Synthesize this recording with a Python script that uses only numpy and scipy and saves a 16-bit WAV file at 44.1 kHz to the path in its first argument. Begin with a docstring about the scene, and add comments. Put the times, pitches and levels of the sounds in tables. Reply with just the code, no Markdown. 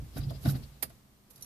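"""Handling the controls in a parked car

The engine is off. Someone shifts in the seat, and soft pushes set the cabin booming in its low modes.
Plastic trim knocks, catches and scuffs; by friction, clothing rustles on the left and keys slide on
the right. The sprung ignition lock snaps once, sharply, and the hanging keys then tick together."""
import sys
import numpy as np
from scipy import signal
from scipy.fft import rfft, irfft
from scipy.io import wavfile
from scipy.ndimage import uniform_filter1d

SR = 44100
rng = np.random.default_rng(int(sys.argv[2]) if len(sys.argv) > 2 else 0)


def persist_wave(psi):
    """Save psi, clipped to +-1, as 16-bit WAV."""
    counts = np.round(np.clip(psi, -1, 1) * 32767).astype(np.int16)
    wavfile.write(sys.argv[1], SR, np.atleast_2d(counts).T)


N = 63945
TIME = np.arange(N) / SR
RING_TIME = TIME[:16384]


def amp(db):
    return 10 ** (np.asarray(db) / 20)


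def unit_rms(x):
    return x / np.sqrt(np.mean(x ** 2) + 1e-20)


def at_frequency(curve, hz):
    """Interpolation on a logarithmic frequency axis."""
    f, value = np.transpose(curve)
    return np.interp(np.log(hz + 1), np.log(f + 1), value)


def envelope(curve):
    """Gain interpolated along a curve of (t/s, level/dB)."""
    return amp(np.interp(TIME, *np.transpose(curve)))


def decay(t60):
    """Exponential damping: 60 dB in t60 seconds."""
    return np.exp(-np.log(1000) * RING_TIME / t60)


def add(mix, start_s, sound):
    part = mix[:, round(start_s * SR):][:, :sound.shape[-1]]
    part += sound[..., :part.shape[1]]


def pan(side_db):
    """Constant-power gains for a level difference, left minus right."""
    gains = np.array([amp(side_db / 2), amp(-side_db / 2)])
    return gains / np.sqrt(np.mean(gains ** 2, 0))


# likeness of left and right in the cabin (f/Hz, coherence)
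COHERENCE = [(50, 1), (170, 0.79), (350, 0.75), (700, 0.42), (1400, 0), (15000, 0.082)]

def colour(x, spectrum, side=None, peaks=()):
    """Spectral shaping to unit RMS; long waves reach both ears alike, so the bass is nearly mono."""
    hz = np.fft.rfftfreq(x.shape[1], 1 / SR)
    coherence = at_frequency(COHERENCE, hz)
    left, independent = rfft(x)
    right = coherence * left + np.sqrt(1 - coherence ** 2) * independent
    resonance_db = sum(lift / (1 + (2 * (hz - f) / width) ** 2) for f, width, lift in peaks)
    shaped = np.array([left, right]) * amp(at_frequency(spectrum, hz) + resonance_db) * (hz > 0)
    direction = pan(at_frequency(side, hz)) if side else 1
    return unit_rms(irfft(shaped * direction, x.shape[1]))


def noise(spectrum):
    """Stationary Gaussian noise with a given spectrum."""
    return colour(rng.standard_normal((2, N)), spectrum)


def burst(spectrum, t60, side=None, peaks=()):
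    """Diffuse reverberation: a blow scatters into dense echoes that die away."""
    return colour(rng.standard_normal((2, len(RING_TIME))), spectrum, side, peaks) * decay(t60)


def ring(modes, side):
    """Free vibration in damped modes; left and right differ in phase where coherence is low."""
    out = 0
    for hz, db, t60 in modes:
        phase = rng.random() + rng.random((2, 1)) * (1 - at_frequency(COHERENCE, hz))
        gain = amp(db) * pan(at_frequency(side, hz))[:, None]
        out += gain * decay(t60) * np.sin(2 * np.pi * (hz * RING_TIME + phase))
    return out


def friction(strokes, spectrum, side, peaks=(), slips_per_s=3000, spread_db=0.5):
    """Sliding friction: tiny random slips excite a surface under strokes that swell and die."""
    slips = (rng.random(N) < slips_per_s / SR) * amp(spread_db * np.minimum(rng.exponential(1, N), 4))
    grains = rng.standard_normal((2, N)) * (unit_rms(slips) + 1.3)  # slips over a smooth bed
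    power = 0
    for s, db, rise, fall in strokes:
        from_peak = np.where(TIME < s, (s - TIME) / rise, (TIME - s) / fall)
        power += (amp(db) * np.exp(-from_peak ** 1.31)) ** 2
    return colour(grains, spectrum, side, peaks) * np.sqrt(power)


# spectra of the still air and of a faint hiss (f/Hz, level/dB)
AIR_SPECTRUM = [(15, -37), (25, 2.5), (85, -9), (130, 3), (170, -10), (199, 4.5), (399, -11.5),
                (520, -22.5), (862, -20), (1250, -17), (1360, -26), (2940, -33), (14500, -34)]
HISS_SPECTRUM = [(100, -10), (500, 6.5), (1200, 1.5), (2500, -1.5), (4500, -1.5), (7000, -4.5), (12000, -4),
                 (14500, -1.5)]
# course of the hiss (t/s, level/dB)
HISS_LEVEL = [(0, -59), (.3, -58), (.6, -56), (.75, -61.5), (.92, -61.5), (1.05, -66), (1.27, -66.5),
              (1.4, -60.5)]

def cabin_air(air_db=-64.5):
    """Ambient noise: steady cabin air, and a hiss that sinks as the movement stops."""
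    return amp(air_db) * noise(AIR_SPECTRUM) + noise(HISS_SPECTRUM) * envelope(HISS_LEVEL)


# spectra of the rumble of movement and the deeper sway of the body (f/Hz, level/dB)
RUMBLE_SPECTRUM = [(30, -35), (70, -3.5), (110, 1.5), (138, 1.5), (175, -6.5), (275, -10.5), (380, -19),
                   (900, -33.5), (3000, -68)]
SWAY_SPECTRUM = [(15, -54), (34, -1.5), (58, 12), (85, 1), (130, -30), (500, -61)]
# course of each (t/s, level/dB)
RUMBLE_LEVEL = [(0, -45), (.13, -58.5), (.18, -42), (.32, -43.5), (.41, -53.5), (.47, -32), (.61, -44),
                (.71, -64), (.81, -72), (.85, -49), (.96, -65.5), (1.25, -82), (1.42, -61)]
SWAY_LEVEL = [(0, -40.5), (.13, -54.5), (.2, -37.5), (.41, -48.5), (.63, -47), (.75, -60), (.88, -59),
              (1.1, -75.5)]

def body_rumble():
    """Structure-borne noise: movement shakes and rocks the car body."""
    return noise(RUMBLE_SPECTRUM) * envelope(RUMBLE_LEVEL) + noise(SWAY_SPECTRUM) * envelope(SWAY_LEVEL)


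# modes of the cabin air and panels (f/Hz, level/dB, T60/s)
CABIN_MODES = [(120, -8.5, 0.15), (137.74, 0.5, 0.29), (198, -19, 0.27), (280, -11, 0.02)]
# soft pushes on the car body (t/s, level/dB, duration/s)
PUSHES = [(.006, -35.5, 0.0065), (.160, -32.5, 0.0025), (0.19, -14, 0.013), (.229, -29.5, 0.0068),
          (.2655, -26.5, 0.0061), (.313, -27.5, 0.00534), (0.45, -24.5, 0.0041), (0.4752, -16, 0.0034),
          (.549, -27.5, 0.0046), (.715, -48, 0.0037), (1.39, -59.5, 0.0041)]

def thumps(low_cut_hz=61.4):
    """Forced response: each smooth force pulse is convolved with the cabin's impulse response."""
    boom = sum(amp(db) * decay(t60) * np.sin(2 * np.pi * hz * RING_TIME) for hz, db, t60 in CABIN_MODES)
    boom = signal.sosfilt(signal.butter(2, low_cut_hz, "highpass", fs=SR, output="sos"), boom)
    out = np.zeros((2, N))
    for s, db, duration in PUSHES:
        force = np.sin(np.pi * np.minimum(RING_TIME / duration, 1)) ** 2
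        add(out, s, amp(db) * signal.fftconvolve(boom, force / force.sum()))
    return out


# dull blows on plastic (t/s, level/dB, T60/s, tilt/(dB per octave))
KNOCKS = [(.169, -30, 0.019, 0), (0.305, -35.5, 0.11, 1), (0.4587, -36.5, 0.096, 2.5),
          (0.901, -49.5, 0.063, 10)]
# spectrum of struck plastic (f/Hz, level/dB)
KNOCK_SPECTRUM = [(80, -2.5), (250, 7), (420, -4), (640, 8), (760, -7.5), (930, -10), (1170, -12.5),
                  (1600, -23.5), (15000, -70)]
# direction of all trim sounds (f/Hz, left minus right/dB)
TRIM_SIDE = [(300, 0), (1500, -3.5), (4200, 10), (8000, 6), (12000, -38)]

def trim_knocks(rise_s=0.0012, pivot_hz=600):
    """Damped impact: struck plastic gives a short burst of noise with a softened onset."""
    out = np.zeros((2, N))
    onset = 1 - np.exp(-RING_TIME / rise_s)
    for s, db, t60, tilt in KNOCKS:
        spectrum = [(hz, band_db + tilt * np.log2(hz / pivot_hz)) for hz, band_db in KNOCK_SPECTRUM]
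        add(out, s, amp(db) * onset * burst(spectrum, t60, TRIM_SIDE))
    return out


# the trim sticks and lets go (t/s, level/dB, tilt/(dB per octave))
CATCHES = [(.170, -49.5, -1.5), (.212, -53.5, 11), (.454, -46, 2.5), (0.489, -42.5, -1), (0.555, -54.5, 6)]
# resonances of a catch (f/Hz, level/dB, delay/s, half length/s)
CATCH_MODES = [(1520, 1, .005, .0037), (3840, -1.5, .007, .0075), (4680, -1.5, 0, .0045)]

def trim_catches(waver_hz=37.5, pivot_hz=4000):
    """Stick-slip: each release gives a short, wavering clink, its highest resonance peaking first."""
    out = np.zeros((2, N))
    t = RING_TIME - RING_TIME.mean()
    for s, db, tilt in CATCHES:
        for hz, mode_db, delay, half_length in CATCH_MODES:
            waver = waver_hz * unit_rms(uniform_filter1d(rng.standard_normal(len(t)), size=150))
            tone = np.exp(-(t / half_length) ** 2) * np.sin(2 * np.pi * np.cumsum(hz + waver) / SR)
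            gain = amp(db + mode_db + tilt * np.log2(hz / pivot_hz)) * pan(at_frequency(TRIM_SIDE, hz))
            out += gain[:, None] * np.interp(TIME, s + delay + t, tone)
    return out


# strokes across the trim (peak t/s, level/dB, rise/s, fall/s)
SCUFFS = [(.171, -38, 0.0093, 0.033), (.215, -52, 0.0048, 0.052), (.459, -30.5, 0.008, 0.025),
          (.494, -42.5, 0.0046, 0.042), (.556, -39.5, 0.014, 0.016)]
# spectrum of rubbed plastic (f/Hz, level/dB)
TRIM_SPECTRUM = [(150, 8), (290, 16), (420, -30), (720, 5.5), (980, -20), (1500, -9), (2300, -12.5),
                 (4300, -18), (8000, -30), (15000, -30)]
# its resonances (f/Hz, width/Hz, lift/dB)
TRIM_PEAKS = [(599, 14, 9), (1177, 81, 15.5), (1460, 130, 5.5), (3800, 43, 3)]

def trim_scuffs():
    """Frictional excitation: rubbing drives the narrow resonances of the plastic."""
    return friction(SCUFFS, TRIM_SPECTRUM, TRIM_SIDE, TRIM_PEAKS)


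# strokes of clothing (peak t/s, level/dB, rise/s, fall/s, resonance f/Hz)
RUSTLES = [(0.174, -55.5, 0.032, 0.029, 5140), (.217, -55.5, 0.01, 0.011, 4070),
           (0.238, -53, 0.01, 0.019, 4940), (0.301, -52, 0.011, 0.015, 3370),
           (.357, -55.5, 0.027, 0.019, 4900), (.457, -52.5, 0.026, 0.029, 5300),
           (0.498, -48, 0.037, 0.023, 5500), (.556, -54.5, 0.012, 0.022, 4300),
           (0.635, -53.5, 0.0074, 0.014, 4300), (.745, -71, 0.046, 0.066, 4000)]
# spectrum of rubbed cloth (f/Hz, level/dB)
CLOTH_SPECTRUM = [(300, -28), (1500, -15), (2700, -3.5), (3800, 1), (4700, 3), (5400, 0), (6300, -17),
                  (15000, -16)]
# its direction (f/Hz, left minus right/dB)
CLOTH_SIDE = [(1000, -40), (4300, 19), (12000, -16)]

def cloth_rustles(width_hz=250, lift_db=7.5):
    """Friction of fabric: each stroke rasps around a resonance of its own."""
    return sum(friction([stroke], CLOTH_SPECTRUM, CLOTH_SIDE, [(hz, width_hz, lift_db)])
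               for *stroke, hz in RUSTLES)


# keys sliding in the hand (peak t/s, level/dB, rise/s, fall/s)
SLIDES = [(.184, -44, 0.018, 0.017), (.306, -54, 0.0023, 0.016), (.436, -50.5, 0.022, 0.014),
          (.466, -45.5, 0.019, 0.034), (.502, -37.5, 0.02, 0.02), (.562, -53.5, 0.008, 0.021),
          (1.308, -50.5, 0.0048, 0.011), (1.324, -63.5, .006, 0.067)]
# spectrum of rubbed steel (f/Hz, level/dB)
STEEL_SPECTRUM = [(500, -8), (3000, -18), (6500, -11), (9500, -12.5), (11600, 0), (12800, -5), (14500, -10)]
# direction of all key sounds (f/Hz, left minus right/dB)
KEY_SIDE = [(500, -30), (4500, 10.5), (7000, -2.5), (11500, -28), (14500, -10)]

def key_slides():
    """Friction of steel: sliding keys radiate mostly in the high treble."""
    return friction(SLIDES, STEEL_SPECTRUM, KEY_SIDE)


# two faint contacts as the lock slips, then the landing and its bounces (t/s, level/dB)
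LOCK_CONTACTS = [(0.8246, -31.5), (0.8233, -44.5), (0.8273, -19.5), (0.8294, -27.5), (.8315, -27.5),
                 (0.8319, -20), (.8357, -26), (.8376, -34)]
# spectra of a contact and of the lock's plastic shroud (f/Hz, level/dB)
LOCK_SPECTRUM = [(120, -63), (200, -10.5), (517, 0.5), (653, -2.5), (1060, -29), (1220, -7), (1630, -9),
                 (1910, -4.5), (2550, -10.5), (3160, -10), (4770, -9.5), (7340, -15), (10100, -1.5),
                 (11700, -2.5), (14500, -11)]
SHROUD_SPECTRUM = [(100, -26), (245, 5), (380, -19), (650, 16.5), (850, 2.5), (1200, -2.5), (1700, -8),
                   (5000, -28)]
# peaks and a dip that colour every contact (f/Hz, width/Hz, lift/dB)
LOCK_PEAKS = [(4800, 550, 5), (9400, 500, -2), (12200, 710, 1.5)]
# modes of the lock and its housing (f/Hz, level/dB, T60/s)
LOCK_MODES = [(240, -16.5, 0.15), (650, -5.5, 0.08), (1181, -12, 0.098), (4300, -26, 0.094),
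              (4620, -19, 0.12), (9310, -7, 0.071), (9730, -19, .055), (11180, -3, 0.044),
              (11870, 6, 0.043), (12250, 0, 0.064), (12900, -4, 0.043)]
# direction of the lock (f/Hz, left minus right/dB)
LOCK_SIDE = [(300, 0.5), (900, -6), (2200, -3.5), (3500, 9), (4700, 8), (6500, 0), (9000, -13),
             (11700, -25), (14500, -10)]

def ignition_lock(low_cut_hz=1720, echo_db=-18, ring_db=-30.5, shroud_db=-35):
    """Impact and rebound: contacts crack and echo in the cabin; the hardest rings metal and shroud."""
    out = np.zeros((2, N))
    highpass = signal.butter(2, low_cut_hz, "highpass", fs=SR, output="sos")
    for s, db in LOCK_CONTACTS:
        crack = burst(LOCK_SPECTRUM, t60=0.006, side=LOCK_SIDE, peaks=LOCK_PEAKS)
        echo = burst(LOCK_SPECTRUM, t60=0.092, side=LOCK_SIDE, peaks=LOCK_PEAKS)
        add(out, s, amp(db) * (signal.sosfilt(highpass, crack) + amp(echo_db) * echo))
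    landing_s, _ = max(LOCK_CONTACTS, key=lambda contact: contact[1])
    add(out, landing_s, amp(ring_db) * ring(LOCK_MODES, LOCK_SIDE))
    add(out, landing_s, amp(shroud_db) * burst(SHROUD_SPECTRUM, t60=0.06, side=LOCK_SIDE))
    return out


# hanging keys touch (t/s, level/dB, relative ring level/dB, frequency ratio)
TICKS = [(0.897, -54.5, -23, 0.77), (1.359, -49.5, -14, 0.81), (1.378, -56, -9, 0.66),
         (1.410, -49.5, -22, 1.1), (1.4237, -40.5, -3.5, 1), (1.428, -48, -6, 0.95),
         (1.4445, -50.5, -14, 1.04)]
# modes of the key in the loudest clink (f/Hz, level/dB, T60/s)
KEY_MODES = [(4040, -7, .035), (5930, 1, 0.1), (6340, -9, 0.04), (10100, -0.5, 0.072), (11390, -8, .03),
             (11600, 1, 0.04)]
# spectrum of a tick (f/Hz, level/dB)
TICK_SPECTRUM = [(500, -50), (2500, -23), (4300, -4.5), (6000, -3.5), (7500, -16), (9500, -7), (11200, 7),
                 (12800, -3), (14500, -8)]

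def key_ticks():
    """Collision of small plates: a bright tick and a short ring, each key at its own pitch."""
    out = np.zeros((2, N))
    for s, db, ring_db, ratio in TICKS:
        modes = [(hz * ratio, mode_db, t60) for hz, mode_db, t60 in KEY_MODES]
        tick = burst(TICK_SPECTRUM, t60=0.051, side=KEY_SIDE)
        add(out, s, amp(db) * (tick + amp(ring_db) * ring(modes, KEY_SIDE)))
    return out


def scene():
    """Superposition: the sources add, with the car body's sounds a little to the right."""
    air = cabin_air()
    body = (body_rumble() + thumps()) * pan(side_db=-2)[:, None]
    handling = trim_knocks() + trim_catches() + trim_scuffs() + cloth_rustles() + key_slides()
    return air + body + handling + ignition_lock() + key_ticks()


def record(dry, cutoff_hz=14650):
    """Band limiting: a linear-phase low-pass filter removes the highest treble."""
    taps = signal.firwin(401, cutoff_hz, window=("kaiser", 8), fs=SR)
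    return signal.oaconvolve(dry, taps[None], "same")


dry = scene()
out = record(dry)
persist_wave(out)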